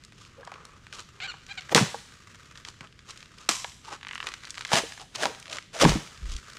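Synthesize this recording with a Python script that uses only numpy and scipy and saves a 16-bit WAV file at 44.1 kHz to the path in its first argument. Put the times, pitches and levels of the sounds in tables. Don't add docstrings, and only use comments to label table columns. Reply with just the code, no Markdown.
import sys
import numpy as np
from scipy import signal
from scipy.fft import rfft, irfft
from scipy.io import wavfile
from scipy.ndimage import uniform_filter1d

SR = 44100
rng = np.random.default_rng(int(sys.argv[2]) if len(sys.argv) > 2 else 0)


def transcribe(u):
    v = np.clip(np.atleast_2d(u).T, -1, 1)
    q = np.round(v * 32767).astype(np.int16)
    wavfile.write(sys.argv[1], SR, q)


N = 290486
T = np.arange(N) / SR
CUTOFF_HZ = 16250

# (frequency [Hz], level [dB])
RUMBLE_TONE = [(12, -14), (30, -3), (55, -0.5), (130, 1.5), (250, -8.5), (450, -14.5), (800, -28),
               (1300, -23), (3000, -19.5), (7000, -33), (15000, -56)]
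# (time [s], level [dB])
RUSTLE_LEVELS = [(0, -59.5), (0.6, -59), (1.3, -55), (1.7, -49), (2.05, -53), (2.25, -52), (2.6, -51),
                 (2.92, -64), (3.15, -49.5), (3.8, -65.5), (4.2, -48.5), (4.95, -52), (5.1, -72),
                 (5.4, -50.5), (5.68, -67), (5.9, -49.5), (6.4, -49.5), (6.58, -44.5)]
# (frequency [Hz], level [dB])
RUSTLE_TONE = [(200, -12), (500, -3), (800, -13), (1200, 4.5), (1800, 1), (3200, -5), (7000, -7),
               (10000, -20.5), (15500, -34.5)]
# (strongest moment [s], half length [s], dull part [dB], hiss [dB])
FINGER_STROKES = [(0.222, 0.095, -59, -55), (0.576, 0.28, -50.5, -66), (0.978, 0.071, -48.5, -47),
                  (1.26, .17, -51.5, -61), (2.682, 0.03, -47.5, -46.5), (2.84, 0.035, -47.5, -59),
                  (3.1, 0.0334, -49.5, -47), (3.417, 0.088, -54.5, -53.5), (3.875, 0.051, -47.5, -48.5),
                  (3.934, 0.0353, -40, -43), (4.272, 0.076, -45, -48.5), (4.604, .08, -52.5, -52.5),
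                  (5.011, 0.049, -51, -50), (5.155, 0.0114, -45, -36), (5.54, .065, -43.5, -42),
                  (6.322, 0.086, -56.5, -46)]
# (frequency [Hz], level [dB])
DULL_RUB_TONE = [(120, -20), (400, -0.5), (750, -8), (1200, 7.5), (1800, -5), (2600, -9.5), (5000, -49.5)]
# (frequency [Hz], level [dB])
HISS_TONE = [(1200, -37.5), (2800, 5), (4500, 4.5), (7000, 1.5), (9000, -8), (12000, -19), (15500, -46)]
# (frequency [Hz], level [dB])
WALL_TONE = [(60, -17.5), (170, -1), (300, -5), (500, 0), (750, -3), (1100, -5), (1800, -10.5), (4000, -34)]
# (time [s], level [dB], pitch [Hz])
RIDGE_SNAPS = [(0.038, -32.5, 3800), (0.474, -32.5, 1980), (0.518, -30, 1590), (0.54, -30.5, 2070),
               (0.868, -31.5, 1540), (0.927, -25, 1940), (0.994, -27, 3630), (1.694, -25, 1570),
               (2.556, -33.5, 1980), (2.575, -27.5, 3020), (2.65, -23.5, 2770), (2.808, -27, 1430),
               (3.107, -26, 4150), (3.175, -30.5, 3850), (4.085, -26.5, 3500), (4.15, -26.5, 5000),
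               (4.2695, -16, 2030), (4.288, -21.5, 2350), (4.339, -20.5, 2320), (4.452, -27, 3300),
               (4.5055, -18, 5100), (4.58, -19.5, 1770), (4.609, -21, 1770), (4.65, -20, 1990),
               (4.922, -26, 1900), (5.156, -25, 2720), (5.499, -25.5, 2940), (5.5295, -18.5, 3000),
               (5.585, -20.5, 1520), (6.365, -22.5, 4238)]
# (strongest moment [s], half length [s], level [dB], pitch [Hz])
FLAP_GROANS = [(0.398, 0.031, -44.5, 497), (3.886, .014, -42.5, 930), (3.926, 0.018, -42, 799),
               (4.767, .04, -31.5, 660), (5.02, 0.034, -47, 730), (5.219, 0.051, -37.5, 615),
               (5.279, 0.05, -40, 450), (5.525, 0.066, -48, 620), (5.763, 0.0305, -38.5, 590),
               (5.829, 0.038, -26, 560)]
# (time [s], level [dB], rough pitch [Hz])
BOX_BLOWS = [(0.431, -36, 1150), (0.475, -29, 990), (0.519, -32.5, 980), (1.341, -32, 1110),
             (1.7245, -21.5, 674), (1.768, -21, 213), (1.811, -14, 132), (1.944, -21.5, 824),
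             (2.811, -37.5, 182), (4.735, -19, 173), (4.834, -28, 463), (5.834, -7, 500),
             (5.857, -5.5, 264), (5.880, -16.5, 131), (5.954, -17.5, 201)]
# (frequency [Hz], level [dB], time to fade by 60 dB [s])
BOX_NOTES = [(116.4, -1, 0.11), (142.3, -1, 0.11), (163.8, 0.5, 0.12), (204.2, -0.5, 0.091),
             (241.6, -3, 0.1), (315, 0, 0.089), (380, -2.5, 0.04), (463, 1.5, 0.078), (544, -4, 0.051),
             (631, 2, 0.018), (810, 3.5, 0.0299), (957, 1, 0.041), (1117, -3, 0.049), (1480, 0, 0.024),
             (1650, 6, 0.027)]
# (time [s], slips [per s], level [dB], roughness [about 0-1])
SQUEAK_PATHS = [
    [(1.201, 780, -34, 0.5), (1.215, 710, -43.5, 0.64), (1.228, 740, -34.5, 0.42), (1.245, 780, -34, 0.2),
     (1.258, 817, -34.5, 0.29), (1.271, 730, -42.5, 0.46)],
    [(1.273, 1630, -45, 0.56), (1.286, 1460, -36, 0.06), (1.303, 1430, -34.5, 0.17),
     (1.314, 1350, -45.5, 0.2), (1.324, 1040, -44, 0.73)],
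    [(1.487, 730, -47.5, 1.05), (1.503, 780, -44.5, 0.25), (1.514, 815, -34, 0.1), (1.524, 780, -37, 0.1),
     (1.532, 440, -64, 0.5)],
    [(1.574, 800, -37, 0.56), (1.586, 730, -34, 0.15), (1.594, 740, -38, 0.23), (1.600, 700, -39, 0.5)],
]
# (frequency [Hz], level [dB])
SQUEAK_TONE = [(300, -32), (780, -8.5), (1500, -3.5), (2350, 2.5), (3100, -3.5), (4200, -2.5), (5300, -18),
               (6000, -18.5), (7600, -16.5), (10000, -56), (15000, -63.5)]
# (time of full force [s], rise [s], hold [s], fall [s], level [dB], drumming relative to level [dB])
RIPS = [(1.721, 0.017, .004, 0.0089, -32.5, 9.5), (1.748, .001, 0.0135, 0.088, -17, -2),
        (3.49, .001, 0.0011, 0.013, -15, -24), (3.51, .012, 0.0077, 0.032, -32.5, -11),
        (4.738, 0.038, 0.048, 0.029, -22, -5), (5.233, 0.063, 0.0035, .028, -27, -2.5),
        (5.254, .003, 0.0029, 0.096, -38.5, 5), (5.74, 0.014, 0.0372, 0.051, -39.5, -10),
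        (5.811, 0.017, 0.012, 0.0408, -18, -0.5), (5.887, 0.046, 0.0024, 0.11, -26, -0.5)]
# (frequency [Hz], level [dB])
FIBRE_TONE = [(150, -25.5), (600, -1.5), (1200, 2.5), (2000, 1.5), (3200, -1), (4300, -3.5), (6300, -3.5),
              (8000, -9), (10000, -14.5), (15500, -36)]
# (time [s], crack level [dB], crack pitch [Hz], kick level [dB], rough kick pitch [Hz])
SEAM_CRACKS = [(1.7477, 1.5, 3020, -17.5, 190), (1.7547, -10, 3500, -10.5, 496),
               (1.7776, -2, 1530, -6.5, 1556), (3.491, -2.5, 6000, -29.5, 274),
               (3.645, -18, 1414, -24.5, 1090), (4.7183, -15, 1471, -17.5, 750),
               (4.732, -5, 3470, -9.5, 824), (5.2336, -15.5, 2316, -20.5, 1190),
               (5.2555, -9.5, 1500, -12, 950), (5.842, -8, 1780, -9.5, 200), (5.850, -7.5, 1390, -6.5, 996),
               (5.894, -13, 3930, -21.5, 150)]
# (frequency [Hz], level [dB])
STAPLE_TONE = [(300, -28), (800, -11), (960, -0.5), (1060, 7), (1180, -2), (1500, -6.5), (2600, -1.5),
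               (4200, -4), (5600, 1), (7600, -0.5), (9500, -13), (15000, -35)]
# (frequency [Hz], level [dB])
CREAK_TONE = [(300, -20), (700, -13), (1100, 1.5), (1900, 4), (3000, 3.5), (4200, -7.5), (7000, -22),
              (10000, -30), (15000, -56)]
# (frequency [Hz], level [dB])
AIR_TONE = [(10, -14), (25, -4), (40, 1.5), (60, 0.5), (90, -20), (200, -26.5), (1000, -55), (8000, -90)]
# (time of full force [s], hold [s], level [dB])
GUSTS = [(5.847, 0.089, -28.5), (6.226, 0.13, -33.5)]
# (frequency [Hz], level [dB])
ECHO_TONE = [(100, -11.5), (400, -10.5), (750, -1.5), (1100, -2.5), (1500, 1), (3000, 1.5), (6500, 0.5),
             (14000, 3)]
# (frequency [Hz], time to fade by 60 dB [s])
ECHO_FADES = [(150, 0.61), (600, 0.51), (1500, 0.52), (5000, 0.77), (12000, 0.77)]


def from_db(db):
    return 10 ** (np.asarray(db) / 20)


def unit_level(x):
    return x / np.sqrt(np.mean(x ** 2) + 1e-20)


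def peak_at(x, db):
    return from_db(db) * x / np.abs(x).max()


def at_hz(table, hz):
    frequencies, values = np.transpose(table)
    return np.interp(np.log(np.maximum(hz, 1)), np.log(frequencies), values)


def add(out, s, sound):
    start = max(round(s * SR), 0)
    out[start:start + len(sound)] += sound[:max(N - start, 0)]


def gate(t, start, end, fade_s):
    return np.clip(np.minimum(t - start, end - t) / fade_s, 0, 1)


def swell(half_s):
    position = np.linspace(-2, 2, max(round(4 * half_s * SR), 2))
    return from_db(-20 * np.abs(position) ** 1.8)


def envelope(s, hold_s, rise_s, fall_s):
    before = np.maximum(s - T, 0) / rise_s
    after = np.maximum(T - s - hold_s, 0) / fall_s
    return from_db(-20 * np.minimum(before + after, 10))


def colour(x, tone, size=4096):
    gains = from_db(at_hz(tone, np.arange(size // 2 + 1) * SR / size))
    cepstrum = irfft(np.log(gains))
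    ring = irfft(np.exp(rfft(2 * cepstrum[:size // 2], size)))
    return signal.oaconvolve(x, ring / np.linalg.norm(ring))[:len(x)]


def drift(per_s, size):
    points = rng.standard_normal(size // 10)
    return np.interp(np.arange(size) * per_s / SR, np.arange(len(points)), points)


def grains(per_s, spread_db, clump_db):
    db = spread_db * np.minimum(rng.exponential(1, N), 4) + clump_db * drift(300, N)
    return unit_level(from_db(db) * rng.choice([-1, 1], N) * (rng.random(N) < per_s / SR))


def rumble(level_db=-56.5):
    return from_db(level_db) * colour(rng.standard_normal(N), RUMBLE_TONE)


def hand_effort():
    dull, hiss = np.zeros(N), np.zeros(N)
    for s, half_s, dull_db, hiss_db in FINGER_STROKES:
        add(dull, s - 2 * half_s, swell(half_s) * from_db(dull_db))
        add(hiss, s - 2 * half_s, swell(half_s) * from_db(hiss_db))
    return dull, hiss, from_db(np.interp(T, *np.transpose(RUSTLE_LEVELS)))


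def rubbing(rustle_db=-3.5, press_db=29.5):
    dull, hiss, sleeves = hand_effort()
    catches = grains(per_s=5000, spread_db=4.3, clump_db=4.0)
    rustle = grains(per_s=12000, spread_db=3.0, clump_db=4.5) * sleeves * from_db(rustle_db)
    press = dull ** 2 * from_db(press_db)
    return (colour(catches * dull, DULL_RUB_TONE) + colour(catches * hiss, HISS_TONE)
            + colour(catches * press, WALL_TONE) + colour(rustle, RUSTLE_TONE))


def snaps(table, scatter, decay_s, width_octaves=0.86, top_hz=8500, size=2048):
    out, bands = np.zeros(N), np.geomspace(60, 16000, num=30)
    for s, db, hz, *_ in table:
        click = scatter * rng.standard_normal(size) * np.exp(-T[:size] / decay_s)
        click[0] += 1
        hump_db = -10 * np.log10(1 + (np.log2(bands / hz) / width_octaves) ** 4)
        edges_db = -10 * np.log10((1 + (bands / top_hz) ** 10) * (1 + (hz / 3 / bands) ** 4))
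        add(out, s, peak_at(colour(click, np.c_[bands, hump_db + edges_db]), db))
    return out


def crackle(usual_effort_db=-51.5, usual_per_s=9, peel_per_s=32, low_hz=1390, high_hz=6500, chances=900):
    place, luck, pitch = rng.random((chances, 3)).T
    s = (np.arange(chances) + place) / chances * T[-1]
    effort = np.interp(s, T, np.linalg.norm(hand_effort(), axis=0)) / from_db(usual_effort_db)
    peeling = gate(s, start=4.42, end=5.62, fade_s=0.043)
    db = -33 + 2.5 * peeling + 6.8 * np.log10(effort) + 4 * rng.uniform(-1, 1, chances)
    hz = low_hz * (high_hz / low_hz) ** pitch
    per_s = usual_per_s * np.sqrt(effort) + peel_per_s * peeling * effort
    happens = luck < per_s * T[-1] / chances
    return snaps(np.c_[s, db, hz][happens], scatter=0.17, decay_s=0.0021)


def groans(width_octaves=0.084):
    out, bands = np.zeros(N), np.geomspace(100, 6000, num=80)
    for s, half_s, db, hz in FLAP_GROANS:
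        octaves = np.abs(np.log2(bands / hz))
        tone = np.c_[bands, -10 * np.log10(1 + (octaves / width_octaves) ** 2) - 7 * octaves]
        bend = swell(half_s) * from_db(db)
        add(out, s - 2 * half_s, colour(rng.standard_normal(len(bend)) * bend, tone))
    return out


def box_rings(contact_s=0.00031, size=9000):
    t = T[:size]
    hz, db, fade_s = np.transpose(BOX_NOTES)[:, :, None]
    return np.sin(2 * np.pi * hz * t) * from_db(db - 60 * t / fade_s) * (1 - np.exp(-t / contact_s))


def thumps(reach_octaves=0.7, uneven_db=2.9):
    out, rings, hz = np.zeros(N), box_rings(), np.array(BOX_NOTES)[:, 0]
    kicks = [(s, db, pitch) for s, _, _, db, pitch in SEAM_CRACKS]
    for s, db, pitch in list(BOX_BLOWS) + kicks:
        distance = np.log2(hz / pitch) / reach_octaves
        strength = from_db(rng.normal(0, uneven_db, len(hz))) / (1 + distance ** 4)
        add(out, s, peak_at((strength * rng.choice([-1, 1], len(hz))) @ rings, db))
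    return out


def squeaks(jitter=0.172, flutter_db=7.0):
    out = np.zeros(N)
    for path in SQUEAK_PATHS:
        s, *columns = np.transpose(path)
        t = np.arange(s[0], s[-1], 1 / SR)
        hz, db, rough = (np.interp(t, s, column) for column in columns)
        cycles = np.cumsum(hz * (1 + jitter * rough * drift(897, len(t)))) / SR
        slips = unit_level(sum(np.cos(2 * np.pi * k * cycles) * (k * hz < CUTOFF_HZ)
                               for k in range(1, 20)))
        slips *= from_db(flutter_db * rough * drift(664, len(t)))
        rasp = rough * rng.standard_normal(len(t))
        squeak = unit_level(colour(slips + rasp, SQUEAK_TONE))
        add(out, s[0], squeak * from_db(db) * gate(t, s[0], s[-1], fade_s=0.0024))
    return out


def tearing(wall_lag_s=0.00494):
    pull, drum = np.zeros(N), np.zeros(N)
    for s, rise_s, hold_s, fall_s, db, wall_db in RIPS:
        pull += from_db(db) * envelope(s, hold_s, rise_s, fall_s)
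        drum += from_db(db + wall_db) * envelope(s + wall_lag_s, hold_s, rise_s, 0.97 * fall_s)
    breaks = grains(per_s=6500, spread_db=3.0, clump_db=2.5)
    breaks /= np.sqrt(uniform_filter1d(breaks ** 2, size=600) + 1e-6)
    wall = colour(breaks * drum, WALL_TONE)
    ring = rng.choice([-1, 1], len(BOX_NOTES)) @ box_rings()
    ringing = signal.fftconvolve(breaks * drum, ring / np.linalg.norm(ring))[:N]
    return colour(breaks * pull, FIBRE_TONE) + 0.75 * wall + 0.1565 * ringing


def seam_cracks():
    return from_db(-0.5) * snaps(SEAM_CRACKS, scatter=0.53, decay_s=0.0012)


def staple_scrape(s=3.497, level_db=-27.0, fade_s=0.43):
    drag = from_db(level_db - 60 * np.maximum(T - s, 0) / fade_s) * (T > s)
    return colour(grains(per_s=5700, spread_db=1.5, clump_db=2.5) * drag, STAPLE_TONE)


def creak(start_s=4.012, gap_s=0.01836, slowing_s=0.00072, bounce_s=0.00107, count=11, size=1500):
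    out, s = np.zeros(N), start_s
    for k in range(count):
        slip = 0.066 * rng.standard_normal(size) * np.exp(-T[:size] / 0.005)
        slip[[0, round(bounce_s * SR)]] += [1, 0.42]
        db = -30.5 + 10.5 * (k / (count - 1)) ** 0.44 + 1.5 * rng.standard_normal()
        add(out, s, peak_at(colour(slip, CREAK_TONE), db))
        s += gap_s + slowing_s * k
    return out


def gusts():
    swirls = colour(rng.standard_normal(N), AIR_TONE)
    swirls /= np.sqrt(uniform_filter1d(swirls ** 2, size=2500))
    push = sum(from_db(db) * envelope(s, hold_s, rise_s=0.026, fall_s=0.055) for s, hold_s, db in GUSTS)
    return swirls * push


def warehouse_echo(x, level_db=-11.0, build_s=0.0036, size=40000):
    t, hz = T[:size], np.arange(size // 2 + 1) * SR / size
    spectrum = rfft(rng.standard_normal(size)) * from_db(at_hz(ECHO_TONE, hz))
    tail = np.zeros(size)
    for low_hz in 44 * 2 ** np.arange(9):
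        octave = irfft(spectrum * ((hz >= low_hz) & (hz < 2 * low_hz)))
        tail += octave * from_db(-60 * t / at_hz(ECHO_FADES, low_hz * np.sqrt(2)))
    tail *= np.minimum(t / build_s, 1)
    return from_db(level_db) * signal.fftconvolve(x, tail / np.linalg.norm(tail))[:N]


def scene(lowest_hz=95):
    background = rumble()
    box = seam_cracks() + tearing() + thumps() + rubbing() + staple_scrape() + groans() + squeaks()
    bass_cut = signal.butter(2, lowest_hz, "high", fs=SR, output="sos")
    box = signal.sosfilt(bass_cut, box)
    ridges = from_db(-0.5) * snaps(RIDGE_SNAPS, scatter=0.16, decay_s=0.00282)
    direct = box + ridges + creak() + crackle()
    return (direct + warehouse_echo(direct) + gusts() + background)[None]


def record(dry, ceiling=0.85):
    rounded = dry / (1 + (dry / ceiling) ** 8) ** (1 / 8)
    return signal.sosfilt(signal.cheby2(16, 70, CUTOFF_HZ, fs=SR, output="sos"), rounded)


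dry = scene()
out = record(dry)
transcribe(out)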